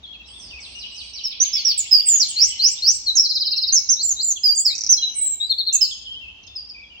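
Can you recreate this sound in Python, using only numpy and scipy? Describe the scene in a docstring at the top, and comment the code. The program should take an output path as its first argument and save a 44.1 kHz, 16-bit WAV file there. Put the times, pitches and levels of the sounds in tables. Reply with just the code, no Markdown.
"""Over a low distant rumble that swells, far birds whistle and warble from the start, one with a thin high call.
From a quarter second a far chaffinch joins in: buzzy falling sweeps, quicker ones, rising chirps, a flourish.
From 1.2 s a near wren sings one long song of slurs, upsweeps, a fast trill, couplets and a rattle of ticks.
Each note is a gliding tone with faint overtones; branch and leaves scatter it and the wood rings on."""
import sys
import numpy as np
from scipy import signal
from scipy.fft import rfft, irfft
from scipy.io import wavfile
from scipy.ndimage import uniform_filter1d, minimum_filter1d

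SR = 44100
rng = np.random.default_rng(int(sys.argv[2]) if len(sys.argv) > 2 else 0)


def int16_out(signal):
    """Quantize to a 16-bit WAV file."""
    q = np.round(np.clip(np.atleast_2d(signal).T, -1, 1) * 32767)
    wavfile.write(sys.argv[1], SR, q.astype(np.int16))


N = 308700
FREQS = np.fft.rfftfreq(2 * N, 1 / SR)  # padded to twice the length, so filters do not wrap round
FAR_OVERTONE_DB = -27.5  # overtones are lost on the way through the wood


def undb(db):
    """Decibels to gain."""
    return 10 ** (np.asarray(db) / 20)


def at_hz(points, hz):
    """Read (Hz, value) points on a log-frequency axis."""
    f, value = np.transpose(points)
    return np.interp(np.log(np.maximum(hz, 1)), np.log(f), value)


def colour(x, gain):
    """Filter by a gain for each of FREQS."""
    return irfft(rfft(x, 2 * N) * gain)[..., :N]


def unit(x):
    """Scale to rms 1."""
    return x / np.sqrt(np.mean(x ** 2))


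def walk(size, rate):
    """Smooth chance with a spread a little under 1, heading for a new value rate times a second."""
    k = max(int(SR / rate), 1)
    steps = np.repeat(rng.standard_normal(size // k + 1), k)
    return uniform_filter1d(steps, k)[:size]


def add(out, s, x):
    """Mix x into out from time s."""
    i = max(int(s * SR), 0)
    out[i:i + len(x)] += x[:max(N - i, 0)]


def spread(length_s, pitch):
    """Even times for the points of a pitch path."""
    return np.linspace(0, length_s, len(pitch))


def bent(from_hz, to_hz, bend):
    """Pitch path whose steps shrink exponentially (grow, if bend is negative), evenly spaced in time."""
    steps = np.exp(-bend * np.linspace(0, 1, 16))
    way = np.concatenate([[0], np.cumsum(steps)])
    return from_hz + (to_hz - from_hz) * way / way[-1]


def glide(times, values, size, ease_s=0.0013):
    """A control moving through its points, its corners rounded by the muscles' inertia."""
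    line = np.interp(np.linspace(times[0], times[-1], size), times, values)
    return uniform_filter1d(line, int(np.clip(ease_s * SR, 1, size // 4)), mode="nearest")


# How strongly overtones radiate, before each voice's own offset.
# Each row: frequency in Hz, level against the fundamental in dB.
OVERTONE_LEVELS = [(8300, -43), (10000, -48), (12000, -38), (15000, -26.5)]


def syrinx(times, pitch, levels, fade_s, waver=0.0063, waver_hz=400, overtone_db=0):
    """One note: a gliding tone that wavers a little, with faint second and third harmonics."""
    size = max(int((times[-1] - times[0]) * SR), 64)
    u = np.linspace(0, 1, size)
    hz = glide(times, pitch, size) * (1 + waver * walk(size, rate=waver_hz))
    db = np.interp(u, (np.arange(len(levels)) + .5) / len(levels), levels)
    # a note swells in twice as slowly as it stops
    from_edge = np.minimum(u, 2 * (1 - u)) * size / SR
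    gate = np.sin(np.pi / 2 * np.clip(from_edge / fade_s, 0, 1)) ** 2
    phase = 2 * np.pi * np.cumsum(hz) / SR
    tone = np.sin(phase)
    for k in (2, 3):
        in_range = np.clip((SR / 2 - k * hz) / (SR / 20), 0, 1)  # fades out towards half the sample rate
        strength = undb(overtone_db + at_hz(OVERTONE_LEVELS, k * hz)) * in_range
        tone = tone + strength * np.sin(k * phase)
    return np.sqrt(2) * undb(db) * gate * tone


def repeat(syllable, fade_s, waver=0.014, waver_hz=400, overtone_db=0, scatter=0.0083):
    """One syllable at a steady beat, its pitch shifted by chance each time; some series grow louder.

    Pitches and levels (before the mix) are spread evenly over the syllable."""
    out = np.zeros(N)
    for k in range(syllable["count"]):
        pitch = np.array(syllable["pitch_hz"]) * (1 + scatter * rng.standard_normal())
        levels = np.array(syllable["level_db"]) + k * syllable.get("grow_db", 0)
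        times = spread(syllable["length_s"], pitch)
        note = syrinx(times, pitch, levels, fade_s, waver, waver_hz, overtone_db)
        add(out, syllable["start_s"] + k * syllable["period_s"], note)
    return out


def far_notes(table, bend, waver, waver_hz, ends_db):
    """Wavering slurs from deeper in the wood, each swelling to its middle."""
    out = np.zeros(N)
    for start, length, from_hz, to_hz, db in table:
        pitch = bent(from_hz, to_hz, bend)
        levels = [db + ends_db, db, db, db + ends_db]
        note = syrinx(spread(length, pitch), pitch, levels, 0.0069, waver, waver_hz, FAR_OVERTONE_DB)
        add(out, start, note)
    return out


# Spectrum of distant rumble and air. Each row: frequency in Hz, relative level per Hz in dB.
AIR_SPECTRUM = [(20, -33.5), (40, -11), (62, 1), (90, -9.5), (140, -19.5), (230, -16.5), (500, -26),
                (850, -23), (1600, -34.5), (3000, -25), (6500, -35), (9000, -60)]
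# Swell of the rumble. Each row: time in seconds, gain in dB.
RUMBLE_SWELL = [(0, -2), (2.5, -2.5), (5.302, -5), (6.201, 3), (7, -4)]


def air(apart_hz=1500, rumble_hz=110, level_db=-52.5, drift_db=2.3):
    """Shaped noise: far rumble that swells, nearly alike at both ports, under a soft unrelated rustle."""
    mid, side = rng.standard_normal((2, N))
    gain = undb(at_hz(AIR_SPECTRUM, FREQS))
    width = np.clip(FREQS / apart_hz, .16, 1)  # the ports differ more as frequency rises
    both = unit(colour(mid, gain) + colour(side, gain * width) * np.array([[1], [-1]]))
    rumble = colour(both, 1 / (1 + (FREQS / rumble_hz) ** 4))
    swell = undb(np.interp(np.arange(N) / SR, *np.transpose(RUMBLE_SWELL)))
    return (both + (swell - 1) * rumble) * undb(level_db + drift_db * walk(N, rate=3))


def twitter(end_s=2.8, notes_per_s=8, length_s=.03, low_hz=2500, high_hz=3800, glide_share=.25, db=-49):
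    """Rows of faint short slurs behind the finch, at chance times, pitches and glides up or down."""
    rows = []
    for when, height, way in rng.random((int(notes_per_s * end_s), 3)):
        hz = low_hz + (high_hz - low_hz) * height
        to_hz = hz * (1 + glide_share * (2 * way - 1))
        rows.append((when * end_s, length_s, hz, to_hz, db))
    return rows


# The clearer whistles of other birds.
# Each row: start in seconds, length in seconds, pitch from and to in Hz, level in dB.
WHISTLE_NOTES = [(.028, 0.032, 3850, 3220, -39), (.07, 0.084, 3337, 3272, -40),
                 (.125, 0.028, 3210, 4380, -49), (.13, 0.027, 3060, 2490, -45),
                 (.195, 0.025, 2880, 2640, -42), (1.55, 0.033, 3280, 3436, -35.5),
                 (2.1, 0.06, 1647, 1795, -53), (2.765, 0.032, 3190, 3810, -37.5),
                 (3.43, 0.03, 3450, 2970, -38.5), (3.515, 0.051, 2850, 2703, -42.5),
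                 (3.62, 0.32, 2060, 2247, -59.5), (4.64, 0.045, 926, 1695, -60.5),
                 (4.675, 0.078, 1765, 2563, -43), (5.14, .16, 2204, 2306, -52),
                 (5.462, 0.027, 4980, 4580, -41), (5.712, 0.054, 2920, 2604, -39),
                 (5.805, 0.021, 2990, 2987, -28.5), (5.903, 0.032, 3925, 3110, -31.5),
                 (6.47, 0.09, 3480, 3525, -50.5), (6.83, 0.039, 3400, 3350, -49.5)]


def whistles():
    """Far slurs that waver slowly and settle on their last pitch, with the twitter among them."""
    return far_notes(WHISTLE_NOTES + twitter(), bend=1.8, waver=0.016, waver_hz=82, ends_db=-2)


# A thin, very high call. Keys: start, period and length in seconds, count, pitch in Hz, level in dB.
THIN_SYLLABLE = dict(start_s=.265, period_s=0.32, count=3, length_s=0.21, pitch_hz=[7600, 8250, 8300, 8200],
                 level_db=[-55])


def thin_call():
    """Another bird's nearly level tone, rising at its start."""
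    return repeat(THIN_SYLLABLE, fade_s=0.013, waver=0.016, overtone_db=FAR_OVERTONE_DB)


# Other birds' warbled notes.
# Each row: start in seconds, length in seconds, level in dB, pitches in Hz spread evenly over the note.
WARBLE_NOTES = [(0.278, 0.13, -46.5, [2946, 3146, 3290, 3690, 3300, 3580]),
                (0.499, 0.1, -40.5, [3286, 2800, 2480, 2467, 2700, 2474, 2130]),
                (0.745, 0.051, -37, [3040, 2740, 2940, 2910]), (0.83, 0.041, -34, [3060, 2897, 2930, 3300]),
                (4.356, 0.025, -33.5, [3360, 3440, 3270, 2640]),
                (4.975, 0.063, -35.5, [3330, 3245, 3290, 2910, 2775]),
                (6.052, 0.13, -35.5, [3486, 3030, 3050, 3105, 3186, 3227, 2910, 3150, 3184]),
                (6.206, 0.094, -40.5, [2727, 2760, 2660, 2580, 2672, 2830]),
                (6.551, 0.052, -31.5, [5250, 5110, 4760, 4760, 4850]),
                (6.686, 0.036, -37, [5700, 4680, 4850]),
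                (6.737, 0.11, -43.5, [2460, 2470, 2306, 2520, 2354, 2287, 2584, 2330, 2360]),
                (6.896, 0.12, -46, [2800, 3020, 2780, 2700, 3200, 3050, 3330])]


def warbles(fade_s=0.0077, waver=0.0071):
    """Far notes that turn up and down as they go."""
    out = np.zeros(N)
    for start, length, db, pitch in WARBLE_NOTES:
        note = syrinx(spread(length, pitch), pitch, [db], fade_s, waver, overtone_db=FAR_OVERTONE_DB)
        add(out, start, note)
    return out


# The chaffinch's opening notes and closing flourish.
# Each row: start in seconds, length in seconds, pitch from and to in Hz, level in dB.
FINCH_NOTES = [(.25, 0.068, 5860, 4480, -50), (.39, 0.11, 6030, 4394, -43), (2.235, 0.031, 4000, 3160, -35),
               (2.28, 0.047, 3430, 2830, -36.5), (2.33, 0.038, 2830, 1990, -49),
               (2.35, 0.086, 3200, 1970, -43), (2.49, 0.044, 3600, 2675, -34),
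               (2.55, 0.14, 3730, 2270, -44)]
# Slow falling sweeps that grow louder, and the pips that lead into them after the first.
# Keys: start, period and length in seconds, count, pitch in Hz, level in dB, growth per syllable in dB.
FINCH_SLOW_SWEEP = dict(start_s=.597, period_s=.179, count=4, length_s=0.078, pitch_hz=[5950, 4450, 2380],
                    level_db=[-42, -38.5, -39.5, -41], grow_db=1.5)
FINCH_PIP = dict(start_s=.75, period_s=0.19, count=3, length_s=0.012, pitch_hz=[5410, 5640], level_db=[-40],
             grow_db=4.5)
# Quicker sweeps, and the low strokes near the start of the first three; keys and units as above.
FINCH_QUICK_SWEEP = dict(start_s=1.298, period_s=.130, count=4, length_s=.045, pitch_hz=[5500, 3650, 2300],
                     level_db=[-33, -34, -33, -41], grow_db=.7)
FINCH_LOW_STROKE = dict(start_s=1.3, period_s=0.12, count=3, length_s=0.021, pitch_hz=[3240, 2530, 2040],
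                    level_db=[-44.5], grow_db=3.5)


def chaffinch(waver=.052, quick_waver=.022, waver_hz=510):
    """Fast pitch waver makes the slow sweeps buzz; the quicker ones waver less and sound cleaner."""
    slow = sum(repeat(part, 0.0094, waver, waver_hz, FAR_OVERTONE_DB)
               for part in (FINCH_SLOW_SWEEP, FINCH_PIP))
    quick = sum(repeat(part, 0.006, quick_waver, waver_hz, FAR_OVERTONE_DB)
                for part in (FINCH_QUICK_SWEEP, FINCH_LOW_STROKE))
    return slow + quick + far_notes(FINCH_NOTES, .6, waver, waver_hz, ends_db=-3.0)


# The wren's one-way slurs; a positive bend moves early and settles, a negative one moves late.
# Each row: start in seconds, length in seconds, pitch from and to in Hz, bend (no unit), attack in seconds,
# level in dB, change of level from first half to second in dB.
WREN_SLURS = [(1.231, .05, 5850, 5206, 2, .016, -21, 1), (1.399, .037, 5700, 6750, -0.46, .01, -8, -4.5),
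              (1.44, 0.079, 6920, 6430, 4.5, 0.0087, -26, -8),
              (1.908, .105, 5278, 4703, 2, 0.012, -6, -8.5),
              (2.046, .146, 8610, 6583, 2.5, 0.05, -9.5, -3.5),
              (2.281, .03, 9000, 7460, 0.5, 0.0074, -27, 3),
              (3.056, 0.059, 4730, 3836, 2, 0.027, -12.5, -3.5),
              (3.182, .032, 5216, 5876, -0.8, 0.0065, -2.5, -10.5),
              (4.432, .098, 5198, 4737, 4, 0.0066, -11.5, 0),
              (4.575, 0.038, 6490, 8060, -0.2, 0.0049, -13.5, -1.5),
              (4.646, .083, 5690, 3705, 1.36, 0.012, -10, -13.5),
              (4.966, .02, 4350, 4066, 3.5, 0.013, -17.5, -2),
              (5.018, .063, 3977, 3903, -1.5, 0.0082, -17, -3.5),
              (5.144, .064, 8950, 8116, 6, 0.026, -21, 0.5),
              (5.207, .144, 7937, 7380, 0.6, .009, -17.5, -5),
              (5.399, .055, 3680, 3976, 1.1, 0.0072, -20.5, 0),
              (5.807, .062, 5402, 4016, -0.45, 0.0093, -7.5, -16.5)]
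# Arched notes, flicked up and let down again.
# Each row: start, rise and fall in seconds, pitch at start, top and end in Hz, level in dB, change in dB.
WREN_ARCHES = [(1.528, 0.015, 0.07, 4910, 5580, 4200, -16, -7.5),
               (1.647, 0.014, .064, 5370, 5765, 4320, -11.5, -5),
               (1.774, 0.0093, 0.026, 7700, 7860, 6670, -15.5, 0),
               (2.194, 0.0055, 0.038, 5260, 6110, 3950, -11.5, -0.5),
               (3.15, 0.0083, 0.024, 5160, 6680, 5205, -15.5, 6.5),
               (3.721, .017, 0.048, 5506, 6734, 5116, -10.5, -0.5),
               (3.887, .021, .035, 4754, 6530, 5420, -10, -4.5),
               (4.544, 0.021, 0.016, 5380, 8260, 6590, -27, 8.5),
               (4.889, 0.03, 0.024, 5730, 6237, 5210, -7, -2.5),
               (5.724, .016, 0.021, 5030, 7785, 6140, -15.5, 6)]
# Long upsweeps. Keys: start, period and length in seconds, count, pitch in Hz, level in dB.
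WREN_UPSWEEP = dict(start_s=2.358, period_s=.2295, count=3, length_s=0.16, pitch_hz=[4100, 4250, 4700, 5270, 5750, 6800, 7620, 7750, 7150],
                level_db=[-19, -16, -17, -15.5, -6, -7.5, -11, -25, -29, -27, -27, -28])
# A couplet sung twice: a low rising note, then a high whistle that drops at its end; keys as above.
WREN_COUPLET_LOW = dict(start_s=3.961, period_s=.198, count=2, length_s=.063, pitch_hz=[3780, 3850, 3950, 4250, 5000],
                    level_db=[-31, -33, -28, -17, -21])
WREN_COUPLET_HIGH = dict(start_s=4.028, period_s=.199, count=2, length_s=.095, pitch_hz=[7500, 7280, 7170, 7090, 6980, 6050],
                     level_db=[-16.5, -17.5, -14.5])
# A dry rattle of ticks, then low slurs before the closing notes; keys as above and growth per syllable in dB.
WREN_RATTLE = dict(start_s=4.7515, period_s=.028, count=5, length_s=0.0038, pitch_hz=[7000, 5800, 5000],
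               level_db=[-16], grow_db=1)
WREN_LOW_SLUR = dict(start_s=5.490, period_s=.085, count=3, length_s=.045, pitch_hz=[3830, 4330, 4160, 3655, 3450],
                 level_db=[-12, -13, -20], grow_db=-1)


def wren(rise_bend=1.8, fall_bend=.46, arch_attack_s=.0056):
    """Slurs and arches between the repeated parts: upsweeps, a couplet, a rattle and low slurs."""
    out = np.zeros(N)
    for start, length, from_hz, to_hz, bend, attack_s, db, change in WREN_SLURS:
        pitch = bent(from_hz, to_hz, bend)
        add(out, start, syrinx(spread(length, pitch), pitch, [db, db + change], attack_s, waver=0.0049))
    for start, rise_s, fall_s, from_hz, top_hz, to_hz, db, change in WREN_ARCHES:
        up = bent(from_hz, top_hz, rise_bend)
        down = bent(top_hz, to_hz, fall_bend)
        times = np.concatenate([spread(rise_s, up), rise_s + spread(fall_s, down)])
        add(out, start, syrinx(times, np.concatenate([up, down]), [db, db + change], arch_attack_s))
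    out += repeat(WREN_UPSWEEP, fade_s=0.01)
    out += repeat(WREN_COUPLET_LOW, fade_s=.007, waver=0.025)
    out += repeat(WREN_COUPLET_HIGH, fade_s=0.0062, waver=0.0041)
    out += repeat(WREN_RATTLE, fade_s=0.0021)
    return out + repeat(WREN_LOW_SLUR, fade_s=0.018)


# The finch's rising chirps, and the falling stroke that runs into each.
# Keys: start, period and length in seconds, count, pitch in Hz, level in dB.
FINCH_CHIRP = dict(start_s=1.855, period_s=.0705, count=5, length_s=0.028, pitch_hz=[2550, 3060, 3800],
               level_db=[-41, -35, -40])
FINCH_DIP = dict(start_s=1.835, period_s=.0705, count=5, length_s=.024, pitch_hz=[3150, 2700, 2000],
             level_db=[-42])


def finch_chirps():
    """Each chirp falls, then rises, its pitch scattered more than in the sweeps."""
    return sum(repeat(part, fade_s=0.0055, waver=.03, overtone_db=FAR_OVERTONE_DB, scatter=0.026)
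               for part in (FINCH_DIP, FINCH_CHIRP))


# The wren's fast trill of hooked down-slurs.
# Keys: start, period and length in seconds, count, pitch in Hz, level in dB.
TRILL_SYLLABLE = dict(start_s=3.231, period_s=.0541, count=9, length_s=0.039, pitch_hz=[4800, 5000, 5200, 5000, 4650, 4200, 4050, 3750],
                  level_db=[-20, -19, -17, -13.5, -17])


def wren_trill():
    """The same hooked slur at a fast beat, with fainter overtones than the rest of the song."""
    return repeat(TRILL_SYLLABLE, fade_s=0.0089, waver=0.026, overtone_db=-3.5)


# A short distant churr of steep ticks.
# Keys: start, period and length in seconds, count, pitch in Hz, level in dB, growth per tick in dB.
CHURR_TICK = dict(start_s=6.428, period_s=0.036, count=2, length_s=0.016, pitch_hz=[6500, 5340, 3370],
              level_db=[-50], grow_db=7)


def churr():
    """Ticks that fall steeply with a rough waver, the second louder."""
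    return repeat(CHURR_TICK, fade_s=.005, waver=0.07, overtone_db=FAR_OVERTONE_DB)


# Direct sound at the two ports. Each row: frequency in Hz, left minus right in dB.
PORT_BALANCE = [(3600, 3), (4200, 7.5), (4900, -10), (6000, -9), (8000, -5)]


def ports(x, lag_s=0.0001912, echo_s=0.0085, echo_db=-9):
    """The direct sound and one echo off the bough reach the left port first."""
    pan = undb(at_hz(PORT_BALANCE, FREQS) * np.array([[.5], [-.5]]))
    pan /= np.sqrt(np.mean(pan ** 2, axis=0))  # same power at every frequency
    lag = np.exp(-2j * np.pi * FREQS * np.array([[0], [lag_s]]))
    echo = 1 + undb(echo_db) * np.exp(-2j * np.pi * FREQS * echo_s)
    return colour(x, pan * lag * echo)


# Ring of the wood. Each row: frequency in Hz, time to fall 60 dB in seconds.
RING_TIMES = [(2500, 1.3), (5000, 0.71), (8000, 0.58), (14000, 0.32)]


def wood(x, leaves_db, leaves_s, tail_db, build_s, clump_db=4.5, clumps_per_s=45):
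    """Sparse early reflections off near leaves, then a tail returned in clumps by trunks and crowns."""
    t = np.arange(int(1.5 * SR)) / SR
    sparse = rng.standard_normal((2, len(t))) * (rng.random((2, len(t))) < .05)
    leaves = sparse * np.exp(-t / leaves_s) * (t > .001)
    leaves /= np.sqrt(np.sum(leaves ** 2, axis=1, keepdims=True))
    noise, hz = rfft(rng.standard_normal((2, len(t)))), np.fft.rfftfreq(len(t), 1 / SR)
    centres = np.geomspace(2000, 14000, 12)
    tail = 0
    # each band clumps differently in each channel
    for share, centre in zip(np.eye(len(centres)), centres):
        band = at_hz(np.column_stack([centres, share]), hz)
        clumps = undb(clump_db * np.array([walk(len(t), rate=clumps_per_s) for _ in range(2)]))
        decay = np.exp(-np.log(1000) * t / at_hz(RING_TIMES, centre))
        fade = clumps * decay * (1 - np.exp(-t / build_s))
        tail = tail + irfft(noise * band, len(t)) * fade / np.sqrt(np.sum(fade ** 2, axis=1, keepdims=True))
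    response = undb(leaves_db) * leaves + undb(tail_db) * tail
    return signal.fftconvolve(x[None], response, axes=1)[:, :N]


# The overtones beam past the microphone into the leaves.
# Each row: frequency in Hz, gain in dB given to the scattered sound and taken from the direct sound.
BEAM_GAIN = [(8500, -0.5), (11000, 1.5)]


def scene():
    """The near wren comes both direct and off the leaves, with a weak tail; the far birds ring more."""
    clear = whistles() + thin_call() + warbles() + finch_chirps() + churr()
    clear_wood = wood(clear, leaves_db=-1.0, leaves_s=0.017, tail_db=-3.0, build_s=0.0018)
    clear = undb(-3.0) * ports(clear) + clear_wood

    finch = chaffinch()
    finch_wood = wood(finch, leaves_db=-2.5, leaves_s=0.014, tail_db=2.5, build_s=0.0039)
    finch = undb(-4.5) * ports(finch) + finch_wood
    finch = finch * undb(np.array([[-1], [1]]) * 0.74)  # raised a little on the right

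    near, trill = wren(), wren_trill()
    beam = undb(at_hz(BEAM_GAIN, FREQS))
    # the head is turned aside in the trill, so more of it arrives by way of the leaves
    direct = undb(-4.5) * near + undb(-6) * trill
    scattered = colour(near + trill, beam)
    song = ports(colour(direct, 1 / beam))
    song = song + wood(scattered, leaves_db=-4.5, leaves_s=0.02, tail_db=-14.0, build_s=0.021)
    return air() + clear + finch + song


def record(dry, top_hz=15900):
    """A look-ahead limiter holds the loudest notes under full scale; then the top is cut steeply."""
    ceiling, hold = .93, int(.008 * SR)
    need = ceiling / np.maximum(np.abs(dry).max(axis=0), ceiling)
    held = dry * uniform_filter1d(minimum_filter1d(need, 2 * hold), hold)
    return signal.sosfilt(signal.ellip(10, .2, 80, top_hz, fs=SR, output="sos"), held)


dry = scene()
out = record(dry)
int16_out(out)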